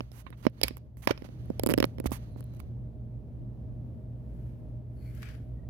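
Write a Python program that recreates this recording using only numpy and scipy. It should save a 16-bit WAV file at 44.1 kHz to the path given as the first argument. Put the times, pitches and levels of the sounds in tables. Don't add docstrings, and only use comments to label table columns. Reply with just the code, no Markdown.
import sys
import numpy as np
from scipy import signal
from scipy.fft import rfft, irfft
from scipy.io import wavfile
from scipy.ndimage import uniform_filter1d

SR = 44100
rng = np.random.default_rng(int(sys.argv[2]) if len(sys.argv) > 2 else 0)


def makeup_ratio(level_db):
    decades = np.asarray(level_db, float) / 20
    return 10 ** decades


def persist_wave(psi):
    counts = np.round(np.clip(psi, -1, 1) * 32767).astype(np.int16)
    wavfile.write(sys.argv[1], SR, np.atleast_2d(counts).T)


N = 250929
TIME = np.arange(N) / SR

# centre_hz, width_hz, level_db
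CASE = [(970, 600, -1), (1605, 1300, 0), (2280, 1100, 1), (3100, 360, -1), (3880, 700, -3), (4450, 660, -2),
        (5360, 440, 3)]
# centre_hz, width_hz, level_db
PORT = [(7870, 4500, -5), (10460, 920, 5), (12160, 2200, 1.5), (16200, 2400, -4.5)]


def unit(x):
    return x / np.sqrt(np.mean(x ** 2))


def peak(x, db):
    return x * makeup_ratio(db) / np.abs(x[1]).max()


def sides(pan_db):
    return makeup_ratio(np.array([[pan_db / 2], [-pan_db / 2]]))


def right_full(left_gain):
    return np.array([[left_gain], [1]])


def add(out, start_s, x):
    i = max(int(start_s * SR), 0)
    out[..., i:i + x.shape[-1]] += x[..., :N - i]


def band(x, hz, width_hz):
    return signal.lfilter(*signal.iirpeak(min(hz, .45 * SR), hz / width_hz, SR), x)


def body(x, modes):
    def through(v):
        return sum((-1) ** k * makeup_ratio(db) * band(v, hz, width) for k, (hz, width, db) in enumerate(modes))

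    pulse = np.eye(1, 2048)[0]
    return through(x) / np.sqrt(np.sum(through(pulse) ** 2))


def coloured(modes):
    return body(rng.standard_normal((2, N)), modes)


def twin_noise(likeness):
    near, other = rng.standard_normal((2, N))
    return np.array([np.sqrt(1 - likeness ** 2) * other - likeness * near, near])


def walk(rate_hz):
    k = int(SR / rate_hz)
    steps = np.repeat(rng.standard_normal(N // k + 1), k)
    return unit(uniform_filter1d(uniform_filter1d(steps, k), k)[:N])


def swells(peaks):
    levels_db = []
    for s, hold, db, rise, fall in peaks:
        before = np.maximum(s - TIME, 0)
        after = np.maximum(TIME - s - hold, 0)
        levels_db.append(db - rise * before - fall * after)
    return np.max(levels_db, axis=0)


def ring(modes, push_ms, build_ms, glide, pitch):
    t = np.arange(int(.06 * SR)) / SR
    fresh = np.exp(-t * 1000 / build_ms)
    clock = pitch * np.cumsum(1 + glide * fresh) / SR
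    y = sum(makeup_ratio(db) * np.sin(2 * np.pi * hz * clock) * 1000 ** (-t * pitch ** 2 / t60)
            for hz, db, t60 in modes)
    push = np.hanning(int(push_ms * SR / 1000) + 3)
    y = np.convolve(y * (1 - 0.45 * fresh), push)[:len(t)]
    return y / np.abs(y).max()


def hits(table, crack_hz, push_gain, push_ms, build_ms, glide, left_thump_db, hold_ms, tail_ms,
         rattle_ms, rattle_db, pitch=0.96, case=CASE):
    # mode_hz, level_db, t60_s
    near_thump = [(247, -1, 0.019), (636, -12, 0.023)]
    # mode_hz, level_db, t60_s
    far_thump = [(552, 5, 0.036), (280.7, -5, 0.031)]
    left = -makeup_ratio(left_thump_db) * ring(far_thump, push_ms, .5, 0.29, pitch)
    right = ring(near_thump, push_ms, build_ms, glide, pitch)
    thump = push_gain * np.array([left, right])
    t_ms = np.arange(int(.05 * SR)) / SR * 1000
    gate = np.minimum(t_ms / 0.083, 1) * np.exp(-np.maximum(t_ms - hold_ms, 0) / tail_ms)
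    rattle_gate = np.exp(-t_ms / rattle_ms)
    spike = np.exp(-((t_ms - .25) / 0.12) ** 2)
    shake = twin_noise(0.64)
    out = np.zeros((2, N))
    for s, crack_db, thump_db, treble_db, pan_db in table:
        noise = shake[:, int(s * SR):][:, :len(t_ms)] * right_full(makeup_ratio(pan_db))
        snap = push_gain * 1.3 * np.array([-makeup_ratio(pan_db) * np.roll(spike, 16), spike])
        source = band(gate * noise + snap, crack_hz, 2.1 * crack_hz)
        crack = body(band(source, crack_hz, 2.0 * crack_hz), case)
        rattle = body(band(band(rattle_gate * noise, 1600, 2200), 1400, 3500), case)
        treble = body(gate * noise, PORT)
        add(out, s, makeup_ratio(thump_db + 10.5) * thump * right_full(makeup_ratio(0.32 * pan_db)))
        add(out, s, peak(crack, crack_db + 1) + peak(rattle, crack_db + rattle_db))
        add(out, s, peak(treble, treble_db + 11) * right_full(makeup_ratio(-14.5)))
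    return out


def fan():
    motor_hz = [57.44, 113.7, 120.04, 123., 620.5]
    motor_db = [-48, -51.5, -43.5, -54, -71]
    # centre_hz, width_hz, level_db
    rumble_modes = [(64.15, 29, -46.5), (110, 33, -54)]
    # centre_hz, width_hz, level_db
    whistles = [(613.3, 8.3, -71.5), (234.8, 15, -65.5)]
    # freq_hz, density_db_per_hz
    air = [(25, -32.5), (46, -16), (75, -11.5), (95, -14.5), (150, -14.5), (185, -18.5), (225, -18),
           (370, -29), (620, -35), (800, -42), (1050, -49.5), (1450, -59), (4000, -69), (7000, -77.5),
           (12000, -72.5), (16500, -75.5)]
    # freq_hz, likeness
    alike = [(60, -0.45), (130, 1), (290, 0.66), (640, 0.53), (1410, -0.53), (3100, -0.02), (6820, -0.03),
             (15000, 0.52)]
    # time_s, level_db
    shade = [(0, -3.5), (.06, -7.5), (1.15, -6), (1.4, -2.5), (1.75, 1.5), (2.2, -0.5), (5.69, -0.5)]
    in_step_s, flow_db = 4.12, -51
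    hum = sum(makeup_ratio(db + 3) * np.cos(2 * np.pi * hz * (TIME - in_step_s))
              for hz, db in zip(motor_hz, motor_db))
    rumble = sum(makeup_ratio(db) * unit(band(band(rng.standard_normal(N), hz, width), hz, width))
                 for hz, width, db in rumble_modes)
    duct = sum(makeup_ratio(db + 45.5) * unit(band(rng.standard_normal(N), hz, width))
               for hz, width, db in whistles)
    log_hz = np.log(np.maximum(np.fft.rfftfreq(N, 1 / SR), 10))
    air_hz, air_db = np.transpose(air)
    like_hz, like = np.transpose(alike)
    gain = makeup_ratio(np.interp(log_hz, np.log(air_hz), air_db))
    like = np.clip(np.interp(log_hz, np.log(like_hz), like), 0, 1)
    mid, side = rfft(rng.standard_normal((2, N)), axis=1) * gain
    spectra = np.sqrt(1 + like) * mid + np.sqrt(1 - like) * side * np.array([[1], [-1]])
    flow = irfft(spectra, N, axis=1)
    gust_db = flow_db + 6 + 0.65 * walk(9)
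    shade_s, shade_db = np.transpose(shade)
    steady = (hum + rumble) * sides(-1.3)
    return (steady + (unit(flow) + duct) * makeup_ratio(gust_db)) * makeup_ratio(np.interp(TIME, shade_s, shade_db))


def skin_rubbing():
    # start_s, end_s, scrape_db, hiss_db, fade_db over the slide
    slides = [(0.111, 0.227, -67.5, -66.5, 15.5), (0.368, 0.429, -68.5, -72.5, 6),
              (0.424, 0.465, -55, -65, 8), (.645, 0.698, -50, -54.5, -2), (0.774, 0.785, -61, -57, -5.5),
              (0.969, 1.023, -67.5, -63, -2.5), (1.019, 1.069, -52, -53.5, -2.5),
              (1.084, 1.129, -36.5, -52.5, -7), (1.241, 1.273, -52, -64.5, -5.5),
              (2.043, 2.056, -59, -64.5, 4), (2.059, 2.076, -35, -36.5, -4),
              (2.116, 2.184, -38.5, -37.5, -19.5), (2.368, 2.407, -64.5, -69, 2),
              (2.546, 2.553, -70, -66, 0), (2.563, 2.573, -70, -66, 0), (2.593, 2.609, -64, -59.5, 3.5)]
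    # start_s, hold_s, level_db
    rubs = [(0., .01, -66), (0.14, .2, -74.5), (0.594, .1, -67), (1.152, .45, -68.5), (1.79, .05, -63.5),
            (2.109, .12, -64.5), (2.46, .17, -72)]
    # centre_hz, width_hz, level_db
    skin = [(920, 500, 1), (2190, 1100, -2), (3000, 1000, -2.5), (4500, 1000, -7.5), (6250, 540, -11)]
    slide_pan_db, rise_db_s, fall_db_s, rub_hiss_db = -23, 149.5, 110.5, -13.5
    scrape, hiss = np.zeros((2, 2, N))
    for s, end, scrape_db, hiss_db, fade_db in slides:
        t = np.linspace(0, 1, int((end - s) * SR))
        gate = makeup_ratio(fade_db * t) * np.minimum((1 - t) / 0.23, 1) * np.minimum(t / 0.097, 1)
        gate = gate * right_full(makeup_ratio(slide_pan_db))
        add(scrape, s, makeup_ratio(scrape_db) * gate)
        add(hiss, s, makeup_ratio(hiss_db) * gate)
    rub_db = swells([(s, hold, db, rise_db_s, fall_db_s) for s, hold, db in rubs])
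    rub_db = rub_db + walk(72)
    scrape += makeup_ratio(rub_db) * sides(-7.5)
    hiss += makeup_ratio(rub_db + rub_hiss_db) * sides(-15.5)
    noise = twin_noise(.5)
    return body(scrape * noise, skin) + body(hiss * noise, PORT)


def port_releases():
    # start_s, crack_db, thump_db, treble_db, pan_db (left minus right)
    releases = [
        (.0054, -22.5, -29, -61, -9),
        (2.0579, -30, -21, -46, -36),
        (2.1176, -27, -25.5, -47, -46),
        (2.361, -58, -38.5, -80, -2),
    ]
    return hits(releases, 990, push_gain=0.67, push_ms=0.24, build_ms=1.0, glide=0.86, left_thump_db=-12.0,
                hold_ms=0.89, tail_ms=0.44, rattle_ms=2.6, rattle_db=-45)


def buzz(count=7):
    start_s, first_gap_ms, last_gap_ms = 1.689, 6.9, 4.1
    first_db = np.array([-23.5, -27, -30, -15])
    fade_db = np.array([-4.5, -5, -6.5, -1])
    gaps_ms = np.geomspace(first_gap_ms, last_gap_ms, count - 1)
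    times_s = start_s + np.cumsum(np.r_[0, gaps_ms]) / 1000
    scatter_db = 1.5 * rng.standard_normal((count, 4))
    levels_db = first_db + np.outer(np.linspace(0, 1, count), fade_db) + scatter_db
    return np.column_stack([times_s, levels_db]).tolist()


def finger_slips():
    # start_s, crack_db, thump_db, treble_db, pan_db (left minus right)
    nail = [
        (.1169, -41.5, -51, -58, -32),
        (.614, -20, -33, -34.5, -23),
        (1.5953, -24, -26.5, -33, -14.5),
    ]
    # start_s, crack_db, thump_db, treble_db, pan_db
    light = [(.3033, -45, -51, -52, -16), (.4978, -65, -58, -65, -13), (.7073, -38, -39, -76, -47),
             (.7689, -38, -53, -42, -11), (.9697, -48.5, -58, -55.5, -23), (1.2208, -39, -40, -64, -28),
             (1.2883, -48.5, -47.5, -79.5, -23.5), (1.4568, -57, -63, -62, -15),
             (1.501, -40.5, -27.5, -59, -27), (1.8524, -37, -62, -36, -6),
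             (1.9833, -35.5, -40.5, -55.5, -10), (2., -29, -32, -40.5, -22), (2.0415, -40, -37, -54, -28),
             (2.0923, -60, -46, -83, -28), (2.1083, -54, -46, -46, -35), (2.4062, -44, -48.5, -50, -13),
             (2.4264, -53.5, -61, -75, 2), (2.4411, -63, -65, -51, -9), (2.5377, -57, -69, -61.5, 4),
             (2.601, -36.5, -61, -48.5, -21)]
    # start_s, crack_db, thump_db, treble_db, pan_db
    judder = [(1.6347, -25, -26.5, -29, -12), (1.6623, -22, -24.5, -27, -13.5),
              (1.6707, -25, -27, -30.5, -45), (1.7378, -15, -24, -26.5, -15.5),
              (1.7772, -21.5, -20.5, -35, -21), (1.7837, -22, -27.5, -35.5, -11.5),
              (1.8019, -14, -22, -30.5, -19.5), (1.826, -11.5, -24.5, -32, -10),
              (1.8411, -12.5, -23, -39.5, -9.5)]
    skid = dict(push_gain=-1.1, push_ms=1.5, build_ms=1.0, glide=1.1, left_thump_db=-2.5,
                hold_ms=1.25, tail_ms=0.01, rattle_ms=4.5, rattle_db=-16.0)
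    out = hits(nail, 4000, **skid, pitch=1.6)
    out += hits(light, 1350, **skid, pitch=0.96)
    out += hits(judder, 1900, **skid, pitch=1.018)
    return out + hits(buzz(), 1700, **skid, pitch=1.065)


def holder_contact():
    # start_s, crack_db, thump_db, treble_db, pan_db (left minus right)
    creaks = [
        (.2648, -32.5, -51, -71, -22),
        (.3262, -39, -56, -79, -16),
    ]
    # start_s, crack_db, thump_db, treble_db, pan_db
    thuds = [
        (.4521, -37.5, -33, -66.5, -29),
        (.4668, -17.5, -13, -39.5, -41),
    ]
    # centre_hz, width_hz, level_db
    clamp = [(1070, 180, 1.5), (1900, 430, -1.5), (2620, 550, -2), (3880, 300, -1.5)]
    out = hits(creaks, 1000, push_gain=-1.7, push_ms=0.46, build_ms=0.97, glide=0.47, left_thump_db=-15,
               hold_ms=2.2, tail_ms=7.5, rattle_ms=12, rattle_db=-12, case=clamp)
    return out + hits(thuds, 1140, push_gain=-0.84, push_ms=0.06, build_ms=0.57, glide=1.98,
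                      left_thump_db=-6, hold_ms=0.35, tail_ms=0.52, rattle_ms=10.0, rattle_db=-17)


def phone_rocking():
    # start_s, swing_hz, level_db
    bumps = [
        (0.465, 55, -40.5),
        (.636, 60, -33),
        (1.501, 170, -33),
        (1.691, 141, -28),
        (2.06, 72, -26.5),
    ]
    decay_cycles = 4.1
    t = np.arange(int(.15 * SR)) / SR
    out = np.zeros((2, N))
    for s, hz, db in bumps:
        swing = np.sin(2 * np.pi * hz * t) * np.exp(-t * hz / decay_cycles * 2)
        add(out, s, makeup_ratio(db) * sides(-6.) * swing)
    return out


def friction_tones(table, pan_db, rough_hz):
    out = np.zeros((2, N))
    rough = walk(rough_hz)
    for s, end, from_hz, to_hz, db in table:
        n, i = int((end - s) * SR), int(s * SR)
        tone = np.sin(2 * np.pi * np.cumsum(np.linspace(from_hz, to_hz, n)) / SR)
        add(out, s, makeup_ratio(db) * sides(pan_db) * tone * rough[i:i + n] * np.hanning(n) ** .6)
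    return out


def squeaks():
    # start_s, end_s, start_hz, end_hz, level_db
    chirps = [(2.16, 2.67, 4250, 3950, -80.5), (2.3, 2.35, 11000, 10800, -80), (1.09, 1.106, 850, 800, -32),
              (1.025, 1.065, 11000, 10800, -62), (1.03, 1.044, 2100, 2100, -48),
              (1.03, 1.044, 3000, 2950, -56.5), (.583, .589, 4400, 4300, -64)]
    # start_s, end_s, start_hz, end_hz, level_db
    blade_squeaks = [(4.95, 5.13, 4450, 4400, -74.5), (4.99, 5.17, 2250, 2200, -69),
                     (4.95, 5.12, 9800, 14200, -79), (5.22, 5.27, 8000, 8000, -71),
                     (5.33, 5.39, 10200, 9800, -77), (5.225, 5.3, 2450, 2400, -59)]
    # start_s, end_s, start_hz, end_hz, level_db
    whine = [(5.55, 5.67, 1900, 1900, -76.5)]
    out = makeup_ratio(0.5) * friction_tones(chirps, -13.5, 650)
    out += makeup_ratio(.1) * friction_tones(blade_squeaks, 11, 600)
    return out + friction_tones(whine, 3, 90)


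def plastic_knocks():
    # start_s, crack_db, thump_db, treble_db, pan_db (left minus right)
    snaps = [
        (.6322, -10, -25, -33.5, -10.5),
        (.6345, -8, -26, -20.5, -11),
    ]
    # start_s, crack_db, thump_db, treble_db, pan_db
    clacks = [
        (.6414, -27.5, -29, -37, -22),
        (.6809, -19, -47, -32, -8),
        (1.1757, -37.5, -47, -63, -17),
    ]
    # start_s, crack_db, thump_db, treble_db, pan_db
    dull = [
        (1.0725, -10.5, -17.5, -31.5, -17.5),
        (1.1069, -20, -16.5, -54, -46),
        (1.1092, -20.5, -18, -42.5, -16),
        (1.2476, -53, -41.5, -81, -17),
    ]
    # centre_hz, width_hz, level_db
    latch = [(2250, 390, -3), (4570, 890, 1), (5300, 450, 0.5)]
    room_t60_s, room_db = 0.25, -27.5
    tap = dict(push_gain=-0.58, push_ms=0.8, build_ms=0.5, glide=1.34, left_thump_db=1.0,
               hold_ms=1.13, tail_ms=1.63, rattle_ms=6.0, rattle_db=-11)
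    knocks = hits(snaps, 4400, **tap, pitch=1.1, case=latch)
    knocks += hits(clacks, 2300, **tap, pitch=0.96)
    knocks += hits(dull, 1200, **tap, pitch=1.048)
    t = np.arange(int(.5 * SR)) / SR
    echo = band(rng.standard_normal((2, len(t))), 1800, 4500) * 1000 ** (-t / room_t60_s)
    echo = echo / np.sqrt(np.sum(echo[0] ** 2))
    room = signal.fftconvolve(knocks[1:], echo, axes=1)[:, :N]
    return knocks + makeup_ratio(room_db) * room


def scraper():
    # peak_s, scrape_db, hiss_db, rise_db_s, fall_db_s
    lift = [
        (4.41, -77, -81, 38.5, 42.5),
        (5.05, -71.5, -72, 120, 40),
        (5.17, -64, -69, 84, 68),
        (5.248, -56.5, -71, 145, 157),
    ]
    # start_s, scrape_db, hiss_db
    ticks = [(5.1494, -67, -57), (5.175, -56, -75), (5.221, -43, -54), (5.2295, -31, -60),
             (5.2876, -40, -63), (5.3124, -58, -75), (5.3497, -48, -72), (5.688, -70, -86)]
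    # centre_hz, width_hz, level_db
    blade = [(1560, 500, 4), (2440, 660, 1), (3040, 500, -0.5), (4700, 980, -6), (5700, 1500, -9.5)]
    hold_s, tick_decay_s = .06, .003
    grain_db = 0.72 * walk(92)
    scrape_db = swells([(s, hold_s, db, rise, fall) for s, db, _, rise, fall in lift])
    hiss_db = swells([(s, hold_s, db, rise, fall) for s, _, db, rise, fall in lift])
    scrape, hiss = makeup_ratio(scrape_db + grain_db), makeup_ratio(hiss_db + grain_db)
    decay = np.exp(-np.arange(600) / SR / tick_decay_s)
    for s, low_db, high_db in ticks:
        add(scrape, s, makeup_ratio(low_db - 11.0) * decay)
        add(hiss, s, makeup_ratio(high_db - 1.0) * decay)
    return scrape * sides(3.5) * coloured(blade) + hiss * sides(4.5) * coloured(PORT)


def scene():
    finger = skin_rubbing() + port_releases() + finger_slips()
    phone = holder_contact() + phone_rocking() + plastic_knocks()
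    return fan() + finger + phone + squeaks() + scraper()


def band_limit(x):
    return signal.sosfilt(signal.butter(12, 17020, fs=SR, output="sos"), x)


def record(dry):
    thin = signal.sosfilt(signal.butter(2, 35, "high", fs=SR, output="sos"), dry)
    top = signal.sosfiltfilt(signal.butter(10, 15900, "high", fs=SR, output="sos"), thin)
    return band_limit(thin - .85 * top)


dry = scene()
out = record(dry)
persist_wave(out)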